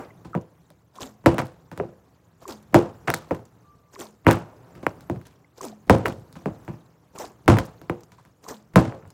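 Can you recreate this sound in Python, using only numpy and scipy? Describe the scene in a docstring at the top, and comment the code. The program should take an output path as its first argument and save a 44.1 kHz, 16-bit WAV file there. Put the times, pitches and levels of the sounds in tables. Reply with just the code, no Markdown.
"""A short slosh of water opens over a low room hum; then a half-full plastic bottle is tossed six times.
It lands on a board lying on a carpet, bounces and is picked up again, close to the microphone.
The blows are pushes, decaying sines and dying noise that the board spreads out, treble first.
The water is swept noise, bubble and droplet grains and sliding notes; the wall snaps in damped sines.
Hum, rustle and hiss are coloured noise that swells with movement nearby."""
import sys
import numpy as np
from scipy import signal
from scipy.fft import rfft, irfft, next_fast_len
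from scipy.io import wavfile
from scipy.ndimage import uniform_filter1d, minimum_filter1d, map_coordinates

SR = 44100
rng = np.random.default_rng(int(sys.argv[2]) if len(sys.argv) > 2 else 0)


def waveform_to_disk(signal):
    """Save audio, clipped to [-1, 1], as 16-bit WAV at the path in sys.argv[1]."""
    frames = np.transpose(np.atleast_2d(signal))
    scaled = np.clip(frames, -1, 1) * 32767
    samples = np.round(scaled).astype(np.int16)
    wavfile.write(sys.argv[1], SR, samples)


N = 403042

# Tosses of the bottle: pop_s (an air pocket pops), flick_lead_s (wrist flick before the pop),
# surge_lag_s (water hits the far end after the pop), gurgle_db, fizz_db, pop_db, glug_db
TOSS_TABLE = [(0.985, 0.025, 0.023, -35, -41, -32.5, -35.5), (2.454, 0.028, 0.029, -35.5, -43, -32.5, -33),
              (3.962, 0.024, 0.032, -35.5, -40.5, -37.5, -36), (5.608, 0.026, 0.023, -36, -42, -29, -29),
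              (7.178, 0.019, 0.021, -32.5, -40, -36, -42), (8.464, .022, 0.021, -36, -42, -35.5, -36)]
# Spectrum of fizzing spray: frequency_hz, density_db (per Hz)
FIZZ_SPECTRUM = [(880, 14), (1500, 3.5), (2630, 0), (7320, 6), (9790, -7.5), (15100, -2), (16000, -22.5),
                 (16500, -25)]


def amp(db):
    """Decibels to an amplitude factor."""
    return 10 ** (np.asarray(db) / 20)


def unit(x):
    """Scale to an rms of 1."""
    return x / np.sqrt(np.mean(x ** 2) + 1e-20)


def along(points, hz):
    """Read (frequency_hz, value) points on a logarithmic frequency axis."""
    point_hz, value = np.transpose(points)
    return np.interp(np.log(hz + 1), np.log(point_hz + 1), value)


def filtered(x, response):
    """Multiply the spectrum of x by a (possibly complex) response of frequency."""
    length = next_fast_len(x.shape[-1] + 8192)
    spectrum = rfft(x, length) * response(np.fft.rfftfreq(length, 1 / SR))
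    return irfft(spectrum, length)[..., :x.shape[-1]]


def noise(n, spectrum, patchy_db):
    """Coloured noise of rms 1, its gain wandering in patches of time and frequency."""
    cells = signal.stft(rng.standard_normal(n), nperseg=256)[2]
    field = uniform_filter1d(rng.standard_normal(cells.shape), size=5, axis=0)
    field = uniform_filter1d(field, size=4, axis=1)
    patchy = signal.istft(cells * amp(patchy_db * unit(field)), nperseg=256)[1][:n]
    return unit(filtered(patchy, lambda hz: amp(along(spectrum, hz))))


def grains(times, hz, cycles, size, rise=0):
    """Damped sines, one per entry, that start softly and climb in pitch when rise is above 0."""
    t = np.arange(1300) / SR
    turns = hz[:, None] * t
    envelope = np.exp(-3 * turns / cycles) * (1 - np.exp(-3 * turns))
    wave = size[:, None] * envelope * np.sin(2 * np.pi * turns * (1 + rise * turns / cycles))
    at = np.round(times * SR).astype(int)[:, None] + np.arange(len(t))
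    return np.bincount(at.ravel(), wave.ravel(), N + SR)[:N]


def room():
    """A low hum, a rustle of clothes and a thin hiss, swelling together with movement nearby."""
    # Movement near the microphone: time_s, level_db (of the rustle, before its trim)
    stir = [(0.0, -54), (0.91, -65.5), (1.35, -58.5), (2.34, -62.5), (2.95, -53.5), (3.31, -52),
            (3.46, -59), (4.0, -64), (4.17, -63), (4.96, -51), (5.52, -64), (6.11, -56.5), (6.64, -52),
            (6.98, -62.5), (7.79, -54.5), (8.38, -64.5), (8.88, -60), (9.14, -58.5)]
    # Spectrum of the room hum: frequency_hz, density_db (per Hz)
    hum_spectrum = [(13, -73.5), (22, -43.5), (62, -5), (98, -7), (118, 0), (140, -6.5), (165, -1.5),
                    (217, -16), (295, -14.5), (330, -20), (430, -55), (730, -120)]
    # Spectrum of the rustle: frequency_hz, density_db (per Hz)
    rustle_spectrum = [(150, -44), (250, -3.5), (448, -2.5), (502, -3), (540, -6.5), (1080, -9.5),
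                       (3000, -29.5), (3900, -52.5), (6600, -120)]
    # Spectrum of the hiss: frequency_hz, density_db (per Hz)
    hiss_spectrum = [(710, -28.5), (1200, -7), (2640, -13), (7170, -12.5), (8640, -19.5), (14800, -16.5),
                     (16000, -18.5), (16500, -28)]
    hum_db, hiss_db, rustle_trim_db = -57.5, -72, -2.5  # hum and hiss where the stir level is -60 dB
    hum_growth, hiss_growth = 1, 0.76  # dB per dB of stir

    stir_db = np.interp(np.arange(N) / SR, *np.transpose(stir))
    swell_db = stir_db + 60
    hum = amp(hum_db + hum_growth * swell_db) * noise(N, hum_spectrum, patchy_db=1.0)
    rustle = amp(rustle_trim_db + stir_db) * noise(N, rustle_spectrum, patchy_db=2.0)
    hiss = amp(hiss_db + hiss_growth * swell_db) * noise(N, hiss_spectrum, patchy_db=4.5)
    return hum + rustle + hiss


def whistle():
    """A faint, thin tone wavers and fades: noise through a very narrow resonance."""
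    # The one tone: start_s, length_s, pitch_hz, level_db (before the fade)
    tones = [(3.635, .29, 1175, -62)]
    (start_s, length_s, pitch_hz, level_db), = tones
    progress = np.clip((np.arange(N) / SR - start_s) / length_s, 0, 1)
    tone = filtered(rng.standard_normal(N), lambda hz: 1 / (1 + ((hz - pitch_hz) / 9) ** 2))
    soft_ends = np.minimum(1, 30 * progress * (1 - progress))
    return amp(level_db - 7.4 * progress) * soft_ends * unit(tone)


def surge(start_s, rise, hold_s, fall):
    """Level of one rush of water: climbs, holds and drops along straight lines in dB (dB per s)."""
    t = np.arange(N) / SR
    before = np.maximum(start_s - t, 0)
    after = np.maximum(t - start_s - hold_s, 0)
    return amp(-rise * before - fall * after)


def water_levels():
    """Gurgle and fizz levels: a wrist flick and a main surge per toss, then settling water."""
    # Water settles in the lying bottle: start_s, gurgle_db, fizz_db, fall_db_per_s
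    settling = [(0, -30, -55, 195), (4.45, -48.5, -76.5, 19.5)]
    surge_rise, surge_hold_s, gurgle_fall, fizz_fall = 2360, 0.023, 200, 260  # slopes in dB per s
    flick_db = -8.5  # against the main surge
    flick_rise, flick_gurgle_fall, flick_fizz_fall = 950, 290, 330  # dB per s

    gurgle, fizz = np.zeros((2, N))
    for pop_s, lead_s, lag_s, gurgle_db, fizz_db, *_ in TOSS_TABLE:
        flick_s, main_s = pop_s - lead_s, pop_s + lag_s
        gurgle_flick = amp(flick_db) * surge(flick_s, flick_rise, 0, flick_gurgle_fall)
        fizz_flick = amp(flick_db) * surge(flick_s, flick_rise, 0, flick_fizz_fall)
        gurgle += amp(gurgle_db) * (gurgle_flick + surge(main_s, surge_rise, surge_hold_s, gurgle_fall))
        fizz += amp(fizz_db) * (fizz_flick + surge(main_s, surge_rise, surge_hold_s, fizz_fall))
    for start_s, gurgle_db, fizz_db, fall in settling:
        shape = surge(start_s, surge_rise, 0, fall)
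        gurgle += amp(gurgle_db) * shape
        fizz += amp(fizz_db) * shape
    return gurgle, fizz


def slops():
    """A swish of water with small rising bubble notes in it, and ticking, fizzing spray on the wall."""
    # Spectrum of the swish: frequency_hz, density_db (per Hz)
    swish_spectrum = [(100, -31), (200, -4.5), (400, 2), (1100, -5.5), (2000, -18.5), (3000, -25.5),
                      (4500, -42)]
    gurgle, fizz = water_levels()
    draw = rng.random((5000, 2))
    spread = rng.standard_normal(len(draw))
    at = (draw[:, 0] * N).astype(int)

    wet = gurgle[at] > 1e-5  # bubbles only where water moves
    bubble_hz = np.clip(620 * np.exp(0.82 * spread), 200, 6000)[wet]
    bubble_size = amp(-3 * np.log(draw[wet, 1])) * gurgle[at[wet]]
    bubbles = amp(-16) * grains(at[wet] / SR, bubble_hz, 5.6, bubble_size, rise=0.078)
    swish = amp(-5.0) * gurgle * noise(N, swish_spectrum, patchy_db=3.0)

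    tick_hz = 6000 * np.exp(.35 * spread[-900:])
    tick_size = fizz[at[:900]] * amp(5 * spread[900:1800])
    ticks = amp(14.5) * grains(at[:900] / SR, tick_hz, 4, tick_size)
    # scattered droplets make the spray level uneven
    droplets = grains(draw[:1500, 0] * N / SR, np.full(1500, 1500.), 1.5, amp(7 * spread[:1500]))
    drop_gain = 1 + .5 * np.abs(droplets)
    spray = fizz * unit(drop_gain * noise(N, FIZZ_SPECTRUM, patchy_db=4.5))
    return bubbles + swish + ticks + spray


def glugs():
    """Short notes swell, fade and sag in pitch; each toss adds a pop and an air-space note sliding down."""
    # Notes of wall dents and air pockets: start_s, pitch_hz, level_db
    notes = [(0.105, 2120, -46), (0.332, 1350, -34), (.343, 1260, -25.5), (1.041, 281, -41.5),
             (.706, 610, -50), (1.803, 435, -23), (3.31, 523, -18), (5.445, 2150, -52), (5.726, 727, -39.5),
             (7.2, 610, -33), (8.185, 1080, -47)]
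    pop_hz = 1113
    rise_1k_s, rise_power = .0018, 1.5  # swell time up from 1 kHz; lower notes swell slower
    high_hz, low_hz, drop_s, slide_s = 410, 212, .04, .01  # the glug's slide, centred on drop_s
    glug_lag_s, glug_rise_s = .008, 0.053  # start after the pop; time scale of swell and fade

    out, t = np.zeros(N + SR), np.arange(SR // 4) / SR
    pops = [(pop_s, pop_hz, pop_db) for pop_s, *_, pop_db, _ in TOSS_TABLE]
    for start_s, hz, level_db in notes + pops:
        u = t / (rise_1k_s * max(1000 / hz, 1) ** rise_power)
        note = u * np.exp(1 - u) * np.sin(2 * np.pi * hz * t * (1 - 0.01 * u))
        out[round(start_s * SR):][:len(t)] += amp(level_db) * note

    pitch = low_hz + (high_hz - low_hz) / (1 + np.exp((t - drop_s) / slide_s))
    u = t / glug_rise_s
    glug = np.sqrt(u) * np.exp(-u) * np.sin(2 * np.pi * np.cumsum(pitch) / SR)
    for pop_s, *_, glug_db in TOSS_TABLE:
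        out[round((pop_s + glug_lag_s) * SR):][:len(t)] += amp(glug_db) * glug
    return out[:N]


def snaps():
    """The thin wall snaps under fingers and water: damped sines, each with a decaying breath of spray."""
    # Snaps: start_s, level_db (relative; click and spray each have their own gain), pitch_hz
    clicks = [(.413, -60, 6150), (1.0181, -40.5, 4000), (2.479, -43, 7200), (2.5055, -50, 5000),
              (2.5232, -43, 4300), (2.6275, -60, 10800), (3.289, -64, 4500), (3.4535, -56.5, 7180),
              (3.992, -51, 7200), (4.893, -56, 5720), (5.269, -52.5, 10630), (5.6134, -40.5, 6270),
              (5.6316, -46, 5770), (6.124, -52, 3030), (7.1868, -38.5, 7000), (7.658, -53, 5500),
              (8.007, -57, 14900), (8.0346, -54, 5970), (8.487, -40.5, 5650), (9.0767, -62, 9080),
              (9.1036, -52.5, 8600)]
    start_s, level_db, pitch_hz = np.transpose(clicks)
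    ticks = np.zeros(N)
    ticks[np.round(start_s * SR).astype(int)] = amp(level_db)
    decay = amp(-60 * np.arange(2000) / SR / 0.038)  # 60 dB in 38 ms
    puff = signal.fftconvolve(ticks, decay)[:N]
    spray = amp(4) * puff * noise(N, FIZZ_SPECTRUM, patchy_db=2.0)
    return amp(18.5) * grains(start_s, pitch_hz, 5.9, amp(level_db)) + spray


def dying(n, share):
    """Noise of rumble and splash whose bands die at their own speeds, times share."""
    # Full decay times: frequency_hz, t60_s
    tail = [(60, 0.47), (160, 0.067), (420, 0.48), (1100, 0.52), (2900, 0.46), (8000, 0.47), (16000, 0.27)]
    hz, t, cells = signal.stft(rng.standard_normal(n), SR, nperseg=128)
    t60_s = share * along(tail, hz)
    return signal.istft(cells * amp(-60 * t / t60_s[:, None]), SR, nperseg=128)[1][:n]


def bending(hz, lag, power):
    """Bending waves in the board: lower pitch arrives later, by lag * kHz ** -power s, 16 kHz on time."""
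    khz = np.maximum(hz, 40) / 1000
    power = np.clip(power, .1, .95)
    turns = lag * 1000 * (khz ** (1 - power) - 16 ** (1 - power)) / (1 - power)
    advance = hz * lag / 16 ** power  # takes out the delay at 16 kHz
    return np.exp(2j * np.pi * (advance - turns))


def wall_crackle(t, share, crack_db):
    """The wall crackles: a noise burst at the contact, then seven scattered ones, above 1500 Hz."""
    bright = signal.butter(2, 1500, "high", fs=SR, output="sos")
    when = np.append(0, rng.random(7) ** 1.3 * share * 0.12)
    size_db = np.append(crack_db + 7, rng.normal(-16.5, 4.8, 7)) - 60 * when / (share * 0.81)
    gap = t[:, None] - when
    bursts = (amp(size_db) * (gap >= 0) * np.exp(-np.abs(gap) / 0.00044)).sum(axis=1)
    return signal.sosfilt(bright, bursts * rng.standard_normal(len(t)))


def board_ring(t, share):
    """Modes of board and bottle: decaying sines, level and pitch a little different at each blow."""
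    # Modes: pitch_hz, level_db (both means), t60_s (full, before share)
    modes = [(108.6, -6, 0.25), (337.6, -0.5, 0.34), (457, -16, 0.47), (723, -6, 0.028), (983, -11.5, 0.21),
             (176.5, 11.5, 0.13), (289.6, -8.5, 0.26), (519, -7.5, 0.39)]
    ring = 0
    for hz, level_db, t60_s in modes:
        decay = amp(level_db + rng.normal(0, 3) - 60 * t / (share * t60_s))
        ring = ring + decay * np.sin(2 * np.pi * hz * rng.normal(1, .025) * t)
    return ring


def knocks():
    """Each contact is a sharp push, ringing modes, crackle and a ragged rumble, smeared by the board."""
    # Contacts of bottle with board and fingers: start_s, slap_db, then against the slap thud_db (floor),
    # body_db (bottle), splash_db, crack_db (first crack); share (of the full ring time, no unit)
    contacts = [(0.247, -22.5, -10.5, -10, 1, -15, 1), (.35, -11.5, -8.5, 3, -8, 2.5, 0.6),
                (0.703, -37.5, -13, -9, 11, 5, 0.76), (1.239, -21.5, -15, -11, -7, -15, .9),
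                (1.26, 9, -12.5, -7.5, -4, 1, 0.76), (1.382, -1, -20, -13, 0, -1, 0.87),
                (1.389, 5, -27, -17, -6.5, -6, 0.28), (1.42, -18.5, -8, -6, -14, 7.5, .65),
                (1.715, -16, -18.5, -14, -3, -5, .7), (1.776, -22, -7, -8, 3, 6, 1),
                (1.799, -16, -12, 2, -18, 7, 0.86), (2.728, -22, -2, -2.5, -9, -14, 1),
                (2.744, 8.5, -14.5, -3, -2.5, 2, 0.69), (3.074, 3, -21.5, -15.5, -4.5, -20, 0.74),
                (3.082, 3.5, -58, -18, -14, 1, 0.41), (3.102, -7.5, -36, -16.5, 5.5, 10.5, 0.73),
                (3.139, -4, -27, -24, 0, 8, 0.77), (3.143, -19.5, -18, -3, 20.5, 9, 0.62),
                (3.309, -9.5, -11, -2, -8, 2.5, 0.71), (3.347, -19.5, -32, -20, 2, 1, .49),
                (4.245, -28.5, -7, -11, -8, -6, 0.88), (4.2668, 10.5, -15.5, -11.5, -8.5, 18, 0.76),
                (4.297, 2.5, -38, -16, -13.5, -3.5, 0.38), (4.303, 8, -27, -29.5, -10, -6.5, 0.49),
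                (4.311, -1.5, -25, -11, 6.5, 3.5, 0.77), (4.752, -21.5, -17, -18, -2.5, -4.5, 1),
                (4.829, -19, -14, -7, -3, -5, 0.37), (4.866, -6, -20.5, -10, -9.5, 13, 0.64),
                (5.008, -37, -18, -9, 14, 4, 0.29), (5.098, -19, -1, 3.5, -1, 8.5, 0.61),
                (5.16, -26.5, 2, -15, -2, -0.5, 0.63), (5.214, -33, -16, -31, 1, 6, 0.86),
                (5.253, -24.5, -24, -46, 3, -13, 1), (5.869, -37.5, -2.5, 6.5, 11, -5, 1),
                (5.897, 7.5, -10.5, -5, -2.5, 9.5, 0.82), (6.05, -22, -19, 10.5, 0, -6, 0.95),
                (6.057, 5.5, -30, -24, -7, -0.5, 0.47), (6.082, -16.5, -3, -6, 7.5, 5, 0.97),
                (6.327, -42, 4, -15, 19.5, 6, 0.51), (6.355, -20, -13, -12.5, 1, -7, 1),
                (6.458, -15, -5.5, 1.5, -6, 6, 0.67), (6.649, -43, -18, -14, 13, 7, .87),
                (6.679, -15, -9, -8, -6.5, 0.5, 0.84), (7.46, -30, -7, 1, -5, -8, .9),
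                (7.479, 9.5, -10, -10, -3, 0.5, .64), (7.569, -1.5, -23, -7.5, -5.5, -1.5, 0.74),
                (7.586, -1.5, -14.5, -25, 1.5, 2.5, 0.69), (7.815, -28.5, -12, -2.5, 6.5, 1, 0.59),
                (7.897, -9, -13, -3.5, -6.5, 7, 0.71), (8.119, -23.5, -27.5, -31.5, 3, -5, 1),
                (8.182, -29, -32, -21, 2, -5, .9), (8.251, -31.5, -14, -23, 1.5, 0.5, 0.97),
                (8.736, -23, -7.5, -8, 0, -6, 1), (8.758, 9, -12, -8, -1.5, 1.5, 0.82),
                (8.781, -3, -12, -4, -17, 3, 0.22), (8.923, -22.5, -48, 1, -14, 2.5, 0.92),
                (9.025, -34, -3.5, -17, -22, 2, .7), (9.053, -40.5, -6, -8, -19, 9.5, 0.73)]
    # Spectrum of the first push: frequency_hz, density_db (per Hz)
    push_spectrum = [(40, -27), (110, -2), (300, 12), (800, 2), (2100, -9.5), (3000, -23), (6000, -37.5),
                     (16000, -43)]
    # Spectrum of the rumble, before its bass cut: frequency_hz, density_db (per Hz)
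    rumble_spectrum = [(18, -35.5), (30, -11.5), (70, -1), (112, 7.5), (268, -6.5), (340, -10.5),
                       (399, -12.5), (732, -20), (792, -22.5), (1940, -43.5), (7670, -54.5), (15200, -71.5),
                       (16500, -59.5)]

    lead = 800  # samples of room ahead of the push
    out, t = np.zeros(N + SR), np.arange(SR // 3) / SR
    push = filtered(np.arange(lead + len(t)) == lead, lambda hz: amp(along(push_spectrum, hz)))
    push = push / abs(push).max()
    onset = 1 - np.exp(-t / 0.0005)
    fade_out = np.minimum(1, (t[-1] - t) * 20)
    for start_s, slap_db, thud_db, body_db, splash_db, crack_db, share in contacts:
        share = np.clip(share, .1, 3)
        ring = board_ring(t, share)
        crackle = wall_crackle(t, share, crack_db)
        # water and crumpling plastic arrive in lumps a few ms long
        lumps = amp(3.1 * map_coordinates(rng.standard_normal(90), [t * 240], order=1))
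        ragged = lumps * (0.53 + np.exp(-t / .02)) * dying(len(t), share)
        rumble = filtered(ragged, lambda hz: amp(along(rumble_spectrum, hz)) * hz / (hz + 120))
        rumble = rumble / rumble[:900].std()
        after = (amp(-15.5) * ring + amp(-8.0) * rumble + amp(-21) * crackle) * onset
        hit = amp(crack_db) * push + np.pad(after * fade_out, (lead, 0))
        colour = [(130, thud_db), (420, body_db), (1500, 0.00094), (2800, 0.01), (3600, splash_db)]
        hit = filtered(hit, lambda hz: amp(along(colour, hz)) * bending(hz, lag=.0016, power=.8))
        out[round(start_s * SR):][:len(hit)] += amp(slap_db) * hit
    return out[lead:N + lead]


def scene():
    """Room, water and bottle summed on one channel."""
    return (room() + whistle() + slops() + glugs() + snaps() + knocks())[None]


def record(dry):
    """The microphone drops the deep bass, a limiter holds the peaks, a steep low-pass cuts the top."""
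    top_hz = 16300
    x = signal.sosfilt(signal.butter(2, 60, "high", fs=SR, output="sos"), dry)
    need = np.minimum(1, .93 / (np.abs(x) + 1e-9))
    gain = uniform_filter1d(minimum_filter1d(need, size=161), size=81)  # smooth, ahead of each peak
    return filtered(gain * x, lambda hz: 1 / (1 + (hz / top_hz) ** 80))


dry = scene()
out = record(dry)
waveform_to_disk(out)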